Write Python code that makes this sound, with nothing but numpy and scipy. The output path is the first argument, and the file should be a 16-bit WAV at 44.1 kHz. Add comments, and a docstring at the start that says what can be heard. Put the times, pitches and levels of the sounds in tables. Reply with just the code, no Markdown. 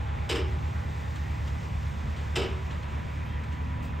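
"""The steel pawl of an irrigation hose reel drops off its ratchet twice as the reel winds in on an
open field. Each drop snaps, bounces once, rings the steel and sets the drum booming. Behind it a
diesel pump engine drones with a thin whine and water rushes through the pipes under a hiss of spray.
A few faint ticks and a rustle come from close by, thin chirps from far off."""
import sys
import numpy as np
from scipy import signal
from scipy.fft import rfft, irfft, next_fast_len
from scipy.io import wavfile
from scipy.ndimage import uniform_filter1d, map_coordinates

SR = 44100
rng = np.random.default_rng(int(sys.argv[2]) if len(sys.argv) > 2 else 0)


def generate_wav(sig):
    """Save sig (samples, or channels by samples) to the path in sys.argv[1] as 16-bit PCM at SR."""
    pcm = np.round(np.clip(np.atleast_2d(sig).T, -1, 1) * 32767).astype(np.int16)
    wavfile.write(sys.argv[1], SR, pcm)


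N = 176400

# stereo image of the reel and other close sounds: freq_hz, left_right_correlation
CLOSE_IMAGE = [(300, .93), (480, .93), (700, 0.44), (1300, 0.79), (2300, 1), (3200, 0.94), (4400, 0.98),
               (6500, 1), (8200, 0.61), (10000, 0.15), (13500, 0.82)]
# stereo image of the engine and water bed: freq_hz, left_right_correlation
BED_IMAGE = [(60, 0.97), (100, 0.99), (160, 0.67), (270, 0.34), (450, 0.27), (740, -0.51), (1220, -0.25),
             (1800, 0.84), (2300, 1), (3200, 0.93), (4500, 1), (5600, 1), (7000, 1), (8200, -0.26),
             (11000, -1.04), (13000, 0.98)]


def pawl():
    """The pawl snaps down, bounces once, rings at both contacts and makes the drum boom."""
    # drops off the ratchet, with each layer's gain relative to its drop:
    # start_s, level_db, snap_db, steel_db, bounce_db, bounce_tilt_db_per_octave, drum_db, drum_hold_s
    drops = [(0.29, -29, -9.5, -4, -5.5, -1.5, -5, 0.088), (2.354, -30, -5.5, -1.5, -5, -4.5, -3, 0.06)]
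    attack_s, bounce_delay_s, bounce_attack_s = 0.0077, 0.055, 0.013
    tilt_hz, bounce_ring_db = 2940, -16.5  # the softer bounce loses treble and rings less
    out = np.zeros((2, N))
    for start_s, level_db, snap_db, steel_db, bounce_db, tilt_db, drum_db, drum_hold_s in drops:
        bounce_s = start_s + bounce_delay_s
        snap = amp(snap_db) * contact_snap(start_s)
        bounce = filtered(steel_clash(bounce_s, bounce_attack_s),
                          lambda hz: amp(bounce_db + tilt_db * np.log2(np.maximum(hz / tilt_hz, 1))))
        first_ring = steel_ring(start_s, attack_s, hold_s=0.006, spread_rad=0.11)
        bounce_ring = steel_ring(bounce_s, bounce_attack_s, hold_s=0, spread_rad=0.2)
        steel = amp(steel_db) * (first_ring + amp(bounce_ring_db) * bounce_ring)
        drum = amp(drum_db) * drum_boom(start_s, drum_hold_s)
        out += amp(level_db) * (snap + steel_clash(start_s, attack_s) + bounce + steel + drum)
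    return out


def contact_snap(start_s):
    """A bright burst of noise as the pawl first lands."""
    # colour of the snap: freq_hz, level_db
    colour = [(1200, -38), (2400, -11), (3000, 6.5), (3800, 10.5), (4400, 1), (5200, 1), (6400, -6),
              (7600, -1.5), (8700, -20.5), (10500, -69), (12500, -31), (16000, -28)]
    burst = envelope(start_s, attack_s=0.0055, hold_s=0.008, t60_s=0.19)
    return burst * noise(colour, CLOSE_IMAGE, patchy_db=4)


def steel_clash(start_s, attack_s):
    """Steel hits steel: gritty noise whose treble dies first."""
    # colour of the clash: freq_hz, level_db
    colour = [(200, -2), (330, -9), (600, 2.5), (800, -2.5), (1200, 1), (1800, -4.5), (2450, 0),
              (3000, 3.5), (3400, -4), (3850, -6.5), (4400, -11.5), (5150, -1.5), (5700, -11),
              (6500, -18.5), (7600, -8.5), (8700, -11.5), (10000, -34), (12000, -18.5), (16000, -45)]
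    # decay across the spectrum: freq_hz, t60_s
    decay = [(400, 0.52), (1200, 0.56), (3000, 0.37), (5200, 0.33), (8000, 0.2), (14000, 0.21)]
    hz, t, bands = signal.stft(noise(colour, CLOSE_IMAGE, patchy_db=1), SR, nperseg=256)
    fade = np.exp(-np.log(1000) * np.maximum(t - start_s - attack_s, 0) / curve(decay, hz)[:, None])
    tail = signal.istft(bands * fade, SR, nperseg=256)[1][:, :N]
    rise = np.clip((clock() - start_s) / attack_s, 0, 1)
    grit = unit(amp(1.5 * wobble(350)))
    return tail * rise * grit


def steel_ring(start_s, attack_s, hold_s, spread_rad):
    """The struck pawl rings in a cluster of high modes."""
    # modes of the pawl: pitch_hz, level_db, t60_s
    modes = [(2277, -17, .4), (2460, -21, .4), (2654, -15, .3), (2684, -16, .46), (2805, -14, .38),
             (2982, -10.5, .42), (3107, -14, .4), (3565, -16, .36), (3704, -20, .33), (3869, -20, .33),
             (4893, -23, .38), (4974, -25, .35), (5157, -23, .3), (5405, -23, .33), (7208, -28, .25),
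             (7337, -28, .28), (7687, -26, .28)]
    return ring(modes, start_s, attack_s, hold_s, spread_rad, blur_cycles=0.043)


def drum_boom(hit_s, hold_s):
    """The reel's drum answers just after the hit with a low boom."""
    # modes of the drum: pitch_hz, level_db, t60_s
    modes = [(250, -17, .38), (293, -12.5, .55), (336, -7, .44), (354, -9, .4), (378, -4.5, .72),
             (393, -6, .35), (417, -12, .35), (455, -6, .44), (470, -8.5, .38), (510, -17, .35),
             (587, -15, .35), (645, -20, .35), (795, -17, .3)]
    return ring(modes, hit_s + 0.0062, attack_s=0.0045, hold_s=hold_s, spread_rad=0.34, blur_cycles=0.09)


def engine():
    """Diesel drone: exhaust harmonics locked to the engine speed, over an uneven rumble."""
    # four-stroke engine speed: time_s, cycle_rate_hz
    speed = [(0, 8.84), (0.8, 9.22), (1.3, 8.94), (2.5, 9.15), (4, 9.3)]
    # exhaust harmonics: order (rounded to a whole multiple of the cycle rate), start_db, end_db
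    harmonics = [(4, -62, -65), (6.1, -49, -58), (7, -47, -58), (8, -34, -34.5), (9, -35.5, -43.5),
                 (11.1, -44, -47), (12, -39.5, -44.5), (15.7, -43.5, -45), (18, -79, -51),
                 (20, -52.5, -52.5), (23.2, -65.5, -51), (28, -73, -50)]
    # swell of the drone: time_s, gain_db
    swell = [(0, 0), (0.25, -1.5), (0.6, 0.5), (0.798, -1), (1.45, 0.5), (1.65, 0.5), (1.87, 2),
             (2.0, -1.5), (2.3, 0.5), (2.8, -2.5), (3.3, -2), (3.55, 0.5), (3.75, 2), (4, -2.5)]
    # colour of the rumble: freq_hz, level_db
    rumble_colour = [(15, -56), (27, -28), (34, -7), (55, 0), (78, 2), (100, -5), (135, -1), (170, -7.5),
                     (230, -9), (320, -16.5), (500, -31.5), (1200, -82)]
    cycles = np.cumsum(automation(speed)) / SR
    swell_db = automation(swell)
    exhaust = np.zeros((2, N))
    for order, start_db, end_db in harmonics:
        gain = amp(np.linspace(start_db, end_db, N) + swell_db + 1.3 * wobble(9))
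        waver_rad = 0.1 * wobble(5.8)
        exhaust += gain * tone(round(order) * cycles + waver_rad / (2 * np.pi), spread_rad=0.019 * order)
    rumble = amp(-38.5 + 0.053 * swell_db) * noise(rumble_colour, BED_IMAGE, patchy_db=1.5)
    return exhaust + rumble


def pump():
    """Thin pump whines, fuzzy with turbulence."""
    # whines: pitch_hz, start_db, end_db, spread_rad, blur_cycles
    whines = [(826, -47.5, -64.5, 2.24, 0.31), (981, -66, -51.5, 1.49, 0.1), (1993, -63, -63, .3, 0.32)]
    out = np.zeros((2, N))
    for pitch_hz, start_db, end_db, spread_rad, blur_cycles in whines:
        gain = amp(np.linspace(start_db, end_db, N) + 0.95 * wobble(18))
        out += gain * tone(pitch_hz * clock() + blur_cycles * wobble(35), spread_rad)
    return out


def water():
    """Water rushes through the pipes and excites a resonance that swells and sinks."""
    # colour of the rush: freq_hz, level_db
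    rush_colour = [(100, -16), (250, -3.5), (480, 2), (700, 2), (1000, 4), (1450, -2.5), (1950, -5),
                   (2450, -5), (3000, -12), (3600, -12), (4300, -23.5), (8000, -51), (16000, -71)]
    # swell of the rush: time_s, gain_db
    swell = [(0, 1.3), (.7, 0.4), (1.25, -0.1), (1.8, -.5), (2.3, 1), (3, 1), (3.5, -.5), (4, 0)]
    # pipe resonance: freq_hz, level_db
    pipe_colour = [(1400, -29), (1750, 1), (1930, 3), (2150, -7), (2900, -11), (3800, -33)]
    # swell of the resonance: time_s, level_db
    pipe_level = [(0, -62), (.9, -57), (1.25, -54), (1.55, -58.5), (1.9, -62), (3.1, -63), (3.55, -55.5),
                  (4, -56)]
    rush_db = -44 + automation(swell) + 0.16 * wobble(5.63)
    rush = amp(rush_db) * noise(rush_colour, BED_IMAGE, patchy_db=1)
    pipe = amp(automation(pipe_level)) * noise(pipe_colour, BED_IMAGE, patchy_db=1)
    return rush + pipe


def spray():
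    """A fine hiss of spray with a slight flutter."""
    # colour of the hiss: freq_hz, level_db
    colour = [(1500, -20), (3000, 0), (5000, 0), (6500, -2), (8400, -3.5), (9600, -14), (12000, -13),
              (14500, -14), (16000, -17)]
    # rise and fall of the hiss: time_s, level_db
    level = [(0, -62.5), (.8, -59), (1.6, -58), (2.4, -59.5), (3.1, -61), (4, -65.5)]
    flutter_db = 0.6 * wobble(23)
    return amp(automation(level) + flutter_db) * noise(colour, BED_IMAGE, patchy_db=0.7)


def ticks():
    """Faint, short ticks of noise close by."""
    # ticks: start_s, level_db, t60_s
    hits = [(1.152, -46, 0.1), (1.469, -47, 0.082), (2.159, -47, 0.35), (2.703, -46.5, 0.18),
            (2.824, -49.5, 0.086), (3.431, -49.5, 0.07), (3.518, -50.5, 0.071)]
    # colour of the ticks: freq_hz, level_db
    colour = [(500, -8), (1500, 7), (3200, 5), (5000, -7), (8000, -9), (11000, -33), (16000, -21)]
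    bursts = sum(amp(level_db) * envelope(start_s, attack_s=0.0059, hold_s=0.0065, t60_s=t60_s)
                 for start_s, level_db, t60_s in hits)
    return bursts * noise(colour, CLOSE_IMAGE, patchy_db=1.5)


def rustle():
    """One soft, airy rustle close by, near the end."""
    # colour of the rustle: freq_hz, level_db
    colour = [(1000, -11), (3500, -4), (8000, -4), (11000, -19), (16000, -5)]
    burst = envelope(start_s=3.815, attack_s=0.015, hold_s=0.028, t60_s=0.22)
    return amp(-56.5) * burst * noise(colour, CLOSE_IMAGE, patchy_db=1.5)


def chirps():
    """Thin far-off bird chirps, made raspy by fast phase jitter."""
    # chirps: start_s, hold_s, pitch_hz, level_db, rasp_cycles
    notes = [(2.975, 0.0052, 11750, -79, 1.1), (3.245, 0.016, 11750, -74, 1.1),
             (3.252, 0.062, 3160, -64, .13), (3.294, 0.043, 3190, -58, .13), (3.315, .005, 11750, -78, 1.1)]
    return sum(amp(level_db) * envelope(start_s, attack_s=0.012, hold_s=hold_s, t60_s=0.15)
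               * tone(pitch_hz * clock() + rasp_cycles * wobble(170), spread_rad=0.1)
               for start_s, hold_s, pitch_hz, level_db, rasp_cycles in notes)


def ring(modes, start_s, attack_s, hold_s, spread_rad, blur_cycles):
    """Damped modes of a struck body, each a little random in level and unsteady in phase."""
    return sum(amp(level_db + rng.normal(0, 1)) * envelope(start_s, attack_s, hold_s, t60_s)
               * tone(pitch_hz * clock() + blur_cycles * wobble(45), spread_rad)
               for pitch_hz, level_db, t60_s in modes)


def noise(colour, image, patchy_db):
    """Coloured stereo noise of rms 1, with patches of random gain across time and frequency."""
    def mid_side_gains(hz):
        width_rad = np.arccos(np.clip(curve(image, hz), -0.999, 0.999)) / 2
        return amp(curve(colour, hz)) * np.array([np.cos(width_rad), np.sin(width_rad)])

    bands = signal.stft(rng.standard_normal((2, N)), nperseg=512)[2]
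    patches = uniform_filter1d(rng.standard_normal(bands.shape[1:]), size=6, axis=0)
    patches = uniform_filter1d(patches, size=12, axis=1)
    pair = signal.istft(bands * amp(patchy_db * unit(patches)), nperseg=512)[1][:, :N]
    mid, side = filtered(pair, mid_side_gains)
    return unit(np.array([mid + side, mid - side]))


def tone(cycles, spread_rad):
    """A stereo sine of rms 1 with a phase gap between the ears."""
    phase = 2 * np.pi * (cycles + rng.random())
    return np.sqrt(2) * np.sin(phase + spread_rad * np.array([[0.5], [-0.5]]))


def envelope(start_s, attack_s, hold_s, t60_s):
    """Linear rise, hold, exponential release."""
    t = clock() - start_s
    release = np.exp(-np.log(1000) * np.maximum(t - attack_s - hold_s, 0) / t60_s)
    return np.clip(t / attack_s, 0, 1) * release


def filtered(x, response):
    """Equalise x with a gain given as a function of frequency."""
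    size = next_fast_len(N + SR // 2)
    return irfft(rfft(x, size) * response(np.fft.rfftfreq(size, 1 / SR)), size)[..., :N]


def wobble(rate_hz):
    """A smooth random curve with rate_hz knots a second."""
    return map_coordinates(rng.standard_normal(8192), [clock() * rate_hz + 2], mode="wrap")


def automation(points):
    """Straight ramps through (time_s, value) points."""
    return np.interp(clock(), *np.transpose(points))


def curve(points, hz):
    """Read (freq_hz, value) points along a log frequency axis."""
    freqs, values = np.transpose(points)
    return np.interp(np.log(hz + 1), np.log(freqs + 1), values)


def clock():
    """The time of each sample in seconds."""
    return np.arange(N) / SR


def amp(db):
    """Decibels to gain."""
    return 10 ** (np.asarray(db) / 20)


def unit(x):
    """Scale to rms 1."""
    return x / np.sqrt(np.mean(x ** 2) + 1e-20)


def scene():
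    """The pawl and the small sounds over a bed of engine and water that leans slightly right."""
    balance = amp([[-0.41], [0.41]])
    bed = engine() + pump() + water() + spray()
    return bed * balance + pawl() + ticks() + rustle() + chirps()


def record(dry):
    """A steep high cut takes off the very top of the treble."""
    cutoff_hz = 15750
    return filtered(dry, lambda hz: hz < cutoff_hz)


dry = scene()
out = record(dry)
generate_wav(out)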